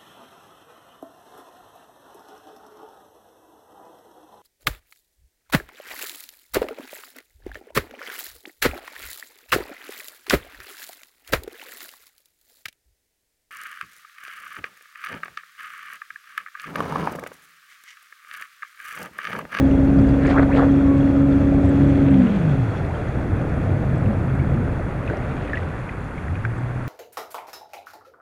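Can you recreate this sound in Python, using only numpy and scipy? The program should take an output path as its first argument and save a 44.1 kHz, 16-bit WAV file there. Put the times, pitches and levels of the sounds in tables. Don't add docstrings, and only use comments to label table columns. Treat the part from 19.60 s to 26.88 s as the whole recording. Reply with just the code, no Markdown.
import sys
import numpy as np
from scipy import signal
from scipy.fft import rfft, irfft
from scipy.io import wavfile

SR = 44100
rng = np.random.default_rng(int(sys.argv[2]) if len(sys.argv) > 2 else 0)


def unload_wav(signal):
    wavfile.write(
        sys.argv[1],
        SR,
        np.round(np.clip(np.atleast_2d(signal).T, -1, 1) * 32767).astype(np.int16),
    )


N = 321048
TIME = np.arange(N) / SR

# (time [s], firing rate asked for [Hz])
LEVER = [(0, 274.3), (2.3, 279), (2.49, 262), (2.7, 51), (6.52, 51), (6.73, 125.5)]
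# (order [multiple of crank speed], relative level [dB])
EXHAUST_LINES = [(1, -11), (1.5, -29.5), (2, -10), (2.5, -21), (3, -14.5), (3.5, -19), (4, -0.5),
                 (4.5, -22.5), (5, -21.5), (5.5, -22.5), (7, -26), (7.5, -28), (8, -19.5), (8.5, -26),
                 (9, -38.5), (12, -32.5)]
# (order [multiple of shaft speed], relative level [dB])
PROPELLER_LINES = [(1, -17.5), (2, -12), (3, -21.5), (4, -20.5)]
# (firing rate [Hz], gain [dB])
PIPE_RESPONSE = [(50, -30.5), (65, -34.5), (100, -26.5), (120, -17.5), (140, -20), (160, -18.5), (195, -20),
                 (222, -24), (245, -16.5), (262, -13.5), (277, -16.5)]
# (time [s], tilt [dB/octave])
THROB_SLOPE = [(0, -2), (.42, -9.5), (1.1, -2), (1.5, 0), (2.5, 4)]
# (time [s], length [s], added rumble [dB])
WAVE_CRESTS = [(.39, 0.61, 6.5), (2.027, 0.27, 3.5), (3.76, 0.45, 4.5), (4.342, 1, 6.5), (5.004, 0.43, 4),
               (6.898, 0.7, 3.5)]
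# (time [s], frequency [Hz], level [dB], length [s])
HULL_BOOMS = [(.4, 205, -17.5, 0.19), (2.028, 97, -17.5, 0.19), (2.36, 140, -20, 0.42),
              (2.601, 190, -13.5, 0.21), (2.952, 268, -22.5, 0.2), (3.728, 90, -13, 0.029),
              (4.113, 100, -15.5, 0.081), (4.476, 100, -15, 0.054), (4.492, 207, -19, 0.096),
              (4.968, 215, -21, 0.076), (5.057, 88, -22.5, 0.17), (6.03, 86, -22.5, 0.12)]
# (speed [share of full], rumble [dB], churn [dB], rush [dB], spray [dB])
WATER_LEVELS = [(.37, -35.5, -42, -39, -58.5), (.5, -26.5, -32.5, -37, -57.5), (.8, -28.5, -33, -37.5, -56),
                (1, -25, -29, -37, -50.5)]
# (frequency [Hz], relative level [dB])
RUMBLE_SPECTRUM = [(12, -24), (25, -8.5), (45, -4.5), (90, 0), (140, 1), (220, -7.5), (330, -13.5),
                   (500, -39), (900, -71.5)]
CHURN_SPECTRUM = [(130, -13.5), (260, 3.5), (340, 1), (450, -0.5), (620, -2.5), (800, -9.5), (1000, -32),
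                  (1500, -25), (3000, -61.5)]
RUSH_SPECTRUM = [(350, -20), (650, 3), (850, 1), (1050, -1), (1400, 0.5), (1800, -3.5), (2150, -7.5),
                 (2600, -13.5), (2850, -18.5), (3050, -25.5), (3400, -25), (4200, -31.5), (6000, -55.5)]
SPRAY_SPECTRUM = [(1800, -9.5), (2400, 6), (2750, 3.5), (3050, -8), (3300, 5), (3800, -6.5), (4400, -7),
                  (5000, -14), (5800, -10.5), (6700, -10.5), (7500, -16), (10200, -25.5), (12000, -38),
                  (15500, -56.5)]
HISS_SPECTRUM = [(2500, -20.5), (4500, 4), (5500, -4.5), (6200, -1.5), (6700, 1.5), (7200, -1),
                 (8200, -1.5), (9700, 1), (10800, -2.5), (11800, -7.5), (13200, -14), (14200, -33.5),
                 (15500, -55)]
# (time [s], peak level [dB], pitch [Hz], 60 dB decay time [s])
DROP_IMPACTS = [(.112, -34, 2760, .018), (.389, -45, 4770, .018), (.49, -44, 4720, 0.028),
                (.67, -35, 6550, .005), (0.681, -24, 1010, 0.0079), (.7927, -25, 1530, 0.014),
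                (0.98, -18, 1750, 0.0083), (1.417, -31, 1290, 0.014), (2.058, -47, 7900, .012),
                (2.092, -45, 7660, 0.024), (3.35, -40, 3130, .025), (4.46, -33.5, 2570, 0.018),
                (4.795, -31, 2200, 0.036), (5.348, -39, 1250, .012), (5.477, -26.5, 2500, .021),
                (5.4987, -21, 1490, .026), (5.571, -41.5, 5460, .008), (5.8965, -29, 1900, 0.047),
                (5.933, -15.5, 1740, 0.026), (5.9417, -21.5, 1683, 0.059), (5.956, -28, 2740, .011),
                (5.972, -19.5, 1900, 0.032), (6.2908, -30, 2420, 0.027), (6.294, -25, 1960, .015),
                (6.579, -28.5, 2150, 0.022), (6.6826, -28, 1850, .024), (6.755, -31, 2400, 0.02),
                (6.8505, -13.5, 1540, 0.013), (6.8525, -27, 2220, .016)]
# (peak time [s], rise [s], fall [s], clatter centre [Hz], clatter [dB], glug [dB], mist [dB])
BREAKING_SHEETS = [(.65, 0.047, .02, 1630, -33.5, -41, -55), (.702, 0.019, 0.023, 1640, -30, -25, -45.5),
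                   (0.794, 0.007, 0.0087, 1360, -22, -17.5, -56),
                   (.826, 0.0098, 0.0096, 1360, -27, -26, -50.5),
                   (.965, 0.022, 0.023, 2170, -44, -26.5, -49), (1.0, 0.028, 0.048, 1250, -26.5, -24, -59),
                   (2.6, .3, 0.24, 2090, -45.5, -37, -62.5), (3.38, 0.075, 0.06, 1400, -50, -37.5, -71),
                   (4.5, .058, .034, 1430, -61, -31.5, -64), (5.52, 0.061, 0.079, 1700, -44.5, -31, -64),
                   (5.95, 0.2, 0.091, 2170, -51, -37, -63)]
# (time [s], level [dB], centre [Hz], half width [share of centre])
AIR_POCKETS = [(0.762, -21.5, 1160, .21), (.896, -26.5, 750, .25), (.928, -32.5, 1990, 0.14),
               (3.3, -35.5, 820, 0.048)]
# (time [s], level [dB], length [s])
IDLE_SWELLS = [(3.56, -24.5, 0.19), (4.3, -28.5, 0.77), (4.766, -23.5, 0.22), (5.04, -27.5, 0.16)]


def amp(db):
    return 10 ** (np.asarray(db) / 20)


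def unit(x):
    return x / np.sqrt(np.mean(x ** 2) + 1e-20)


def curves(table, at=TIME):
    axis, *columns = np.transpose(table)
    return [np.interp(at, axis, column) for column in columns]


def colour(x, spectrum):
    hz, db = np.transpose(spectrum)
    f = np.fft.rfftfreq(N, 1 / SR)
    gain = amp(np.interp(np.log(f + 1), np.log(hz), db))
    return unit(irfft(rfft(x) * gain, N))


def wander(rate_hz):
    f = np.fft.rfftfreq(N, 1 / SR)
    return unit(irfft(rfft(rng.standard_normal(N)) * np.exp(-(f / rate_hz) ** 2), N))


def bump(s, length):
    return np.exp(-(2 * (TIME - s) / length) ** 2)


def add(mix, s, sound):
    part = mix[max(round(s * SR), 0):][:len(sound)]
    part += sound[:len(part)]


def lagged(x, start, lag_s):
    step = 1 / (lag_s * SR)
    return start + signal.lfilter([step], [1, step - 1], x - start)


def motion(start_hz=270, full_hz=276, run_down_s=.36, run_up_s=.13, strain_s=.03, coast_s=2.73):
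    lever_hz = curves(LEVER)[0]
    pick_up_s = LEVER[-2][0]
    firing_hz = np.where(TIME < pick_up_s, lagged(lever_hz, start_hz, run_down_s),
                         lagged(lever_hz, start_hz, run_up_s))
    slack = 1 - lever_hz / full_hz
    strain = lagged(np.maximum(lever_hz - firing_hz, 0) / full_hz, 0, strain_s)
    speed = lagged(firing_hz / full_hz, 1, coast_s)
    return firing_hz, slack, strain, speed


def engine(firing_hz, slack, strain, speed, wave_db, gear_ratio=.684, slow_db=-16, strain_db=115,
           rasp_db=-18, slack_rasp_db=12, slack_throb_db=-22, slack_dull_db=-9):
    pipe_db = curves(PIPE_RESPONSE, firing_hz)[0]
    level_db = pipe_db + slow_db * (1 - speed) + strain_db * strain - .46 * wave_db
    throb_db = slack_throb_db * slack + .54 * wave_db
    tilt_db = curves(THROB_SLOPE)[0]
    turns = np.cumsum(firing_hz * (1 + .0015 * wander(14))) / SR / 4
    lines = list(EXHAUST_LINES) + [(gear_ratio * order, db) for order, db in PROPELLER_LINES]
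    tones = np.zeros(N)
    for order, db in lines:
        line = amp(db) * np.sin(2 * np.pi * (order * turns + rng.random()))
        if order % 4 == 0:
            tones += line * (1 + .2 * wander(22)) * amp(slack_dull_db * slack * (order > 4))
        else:
            octaves = min(np.log2(order), .5)
            tones += line * (1 + .17 * wander(11)) * amp(throb_db + tilt_db * octaves)
    firing_phase = 8 * np.pi * turns
    gurgle = wander(75) * np.sin(firing_phase) + wander(75) * np.cos(firing_phase)
    return amp(level_db) * (np.sqrt(2) * tones + amp(rasp_db + slack_rasp_db * slack) * unit(gurgle))


def hull(speed, wave_db, lumpy_db=.6):
    rumble_db = curves(WATER_LEVELS, speed)[0] + wave_db + lumpy_db * wander(5.5)
    out = amp(rumble_db) * colour(rng.standard_normal(N), RUMBLE_SPECTRUM)
    unsteady_time = np.cumsum(1 + .039 * wander(30)) / SR
    for s, hz, db, length in HULL_BOOMS:
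        out += amp(db) * bump(s, length) * np.sin(2 * np.pi * hz * unsteady_time)
    return out


def bubble(hz, t60, onset_cycles=.81, glide=.12):
    t = np.arange(int(t60 * SR) + 8) / SR
    onset = 1 - np.exp(-(t * hz / onset_cycles) ** 2)
    envelope = onset * np.exp(-np.log(1000) * t / t60)
    return envelope / envelope.max() * np.sin(2 * np.pi * hz * t * (1 + glide * t / t60 / 2))


def fizz(lo_hz, hi_hz, per_s, spread_db, cycles, count=32):
    out = np.zeros(N)
    for hz in np.geomspace(lo_hz, hi_hz, count):
        chance, size = rng.random(N), rng.exponential(1, N)
        born = chance < per_s / count / SR
        births = born * amp(spread_db * np.minimum(size, 4)) * hz
        out += signal.oaconvolve(births, bubble(hz, cycles / hz))[:N]
    return unit(out)


def wake(speed, wave_db, glug_db=-11, foam_db=-7, droplets_db=-10):
    _, churn_db, rush_db, spray_db = curves(WATER_LEVELS, speed)
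    surge = wander(8.9)
    churn = rng.standard_normal(N)
    churn += amp(glug_db) * fizz(243.4, 1003, per_s=600, spread_db=1.3, cycles=12.3, count=16)
    rush = rng.standard_normal(N)
    rush += amp(foam_db) * fizz(804, 3660, per_s=1500, spread_db=1, cycles=12)
    spray = rng.standard_normal(N)
    spray += amp(droplets_db) * fizz(2800, 11000, per_s=600, spread_db=4.7, cycles=33, count=20)
    return (amp(churn_db + .45 * wave_db + .27 * surge) * colour(churn, CHURN_SPECTRUM)
            + amp(rush_db + .18 * surge) * colour(rush, RUSH_SPECTRUM)
            + amp(spray_db + 1.2 * surge) * colour(spray, SPRAY_SPECTRUM))


def hiss(level_db=-64):
    return amp(level_db) * colour(rng.standard_normal(N), HISS_SPECTRUM)


def drops(snap_db=-28, snap_hz=5200, splatter_db=-14, scatter_s=.0069, spread_octaves=.49, count=5):
    out = np.zeros(N)
    for s, db, hz, t60 in DROP_IMPACTS:
        add(out, s, amp(db) * bubble(hz, t60))
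        add(out, s, amp(db + snap_db) * bubble(snap_hz, t60=.002))
        for delay, pitch, size in rng.random((count, 3)):
            droplet = bubble(hz * 2 ** (spread_octaves * (2 * pitch - 1)), t60 / 2)
            add(out, s + delay * scatter_s, amp(db + splatter_db) * size * droplet)
    return out


def ticks(tick_db=-79, patter_db=-52, patter_at_s=5.8):
    patter = fizz(1830, 2600, per_s=45, spread_db=1.3, cycles=30, count=12)
    droplets = fizz(4300, 7800, per_s=3, spread_db=1.5, cycles=60, count=6)
    return amp(tick_db) * droplets + amp(patter_db) * bump(patter_at_s, length=.5) * patter


def burst(clatter, s, rise, fall, db, hz, width, octaves_per_s=0):
    near = (TIME > s - 4 * rise) & (TIME < s + 4 * fall)
    t, out = TIME[near] - s, np.zeros(N)
    swell = np.exp(-(t / np.where(t < 0, rise, fall)) ** 2 / 2)
    centre_hz = hz * 2 ** (octaves_per_s * np.clip(t, -2 * rise, 2 * fall))
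    carrier = np.exp(2j * np.pi * np.cumsum(centre_hz) / SR)
    passband = np.exp(-(np.fft.fftfreq(len(t), 1 / SR) / (2 * width * hz)) ** 2)
    baseband = np.fft.ifft(np.fft.fft(clatter[near] / carrier) * passband)
    band = swell * (carrier * baseband).real
    out[near] = amp(db) * band * np.linalg.norm(swell) / np.linalg.norm(band)
    return out


def splashes(lumpy_db=3, glug_hz=474, mist_hz=3600, fine_hz=7500, fine_db=-12, gulp_s=.011):
    clatter = fizz(337, 10000, per_s=7000, spread_db=3.1, cycles=10.2) * amp(lumpy_db * wander(90))
    out = np.zeros(N)
    for s, rise, fall, clatter_hz, clatter_db, glug_db, mist_db in BREAKING_SHEETS:
        out += burst(clatter, s, rise, fall, glug_db, glug_hz, width=.3)
        out += burst(clatter, s, rise, fall, clatter_db, clatter_hz, width=.27)
        out += burst(clatter, s, rise, fall, mist_db, mist_hz, width=.18)
        out += burst(clatter, s, rise, fall, mist_db + fine_db, fine_hz, width=.19)
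    for s, db, hz, width in AIR_POCKETS:
        out += burst(clatter, s, gulp_s, gulp_s, db, hz, width, octaves_per_s=19)
    return out


def squeak(s=1.315, length_s=.14, top_hz=1120, level_db=-35.5, octave_db=-12, sag=.028):
    arch = np.minimum((2 * (TIME - s) / length_s) ** 2, 4)
    phase = 2 * np.pi * np.cumsum(top_hz * (1 - sag * arch)) / SR
    return amp(level_db) * bump(s, length_s) * (np.sin(phase) + amp(octave_db) * np.sin(2 * phase))


def pipe_hum(slack, hz=129.8, slack_db=-39.5, octave_db=-14):
    level = amp(slack_db) * slack + sum(amp(db) * bump(s, length) for s, db, length in IDLE_SWELLS)
    phase = 2 * np.pi * np.cumsum(hz * (1 + .01 * wander(10))) / SR
    tone = np.sin(phase) + amp(octave_db) * np.sin(2 * phase)
    return level * unit(tone * (1 + .17 * wander(26)))


def scene():
    firing_hz, slack, strain, speed = motion()
    wave_db = sum(db * bump(s, length) for s, length, db in WAVE_CRESTS)
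    boat = engine(firing_hz, slack, strain, speed, wave_db) + pipe_hum(slack) + hull(speed, wave_db)
    water = wake(speed, wave_db) + splashes() + drops() + ticks()
    return (boat + water + squeak() + hiss())[None]


def record(dry):
    low_pass = signal.firwin(511, cutoff=15200, window=("kaiser", 9), fs=SR)
    return signal.oaconvolve(dry, low_pass[None], "same")


dry = scene()
out = record(dry)
unload_wav(out)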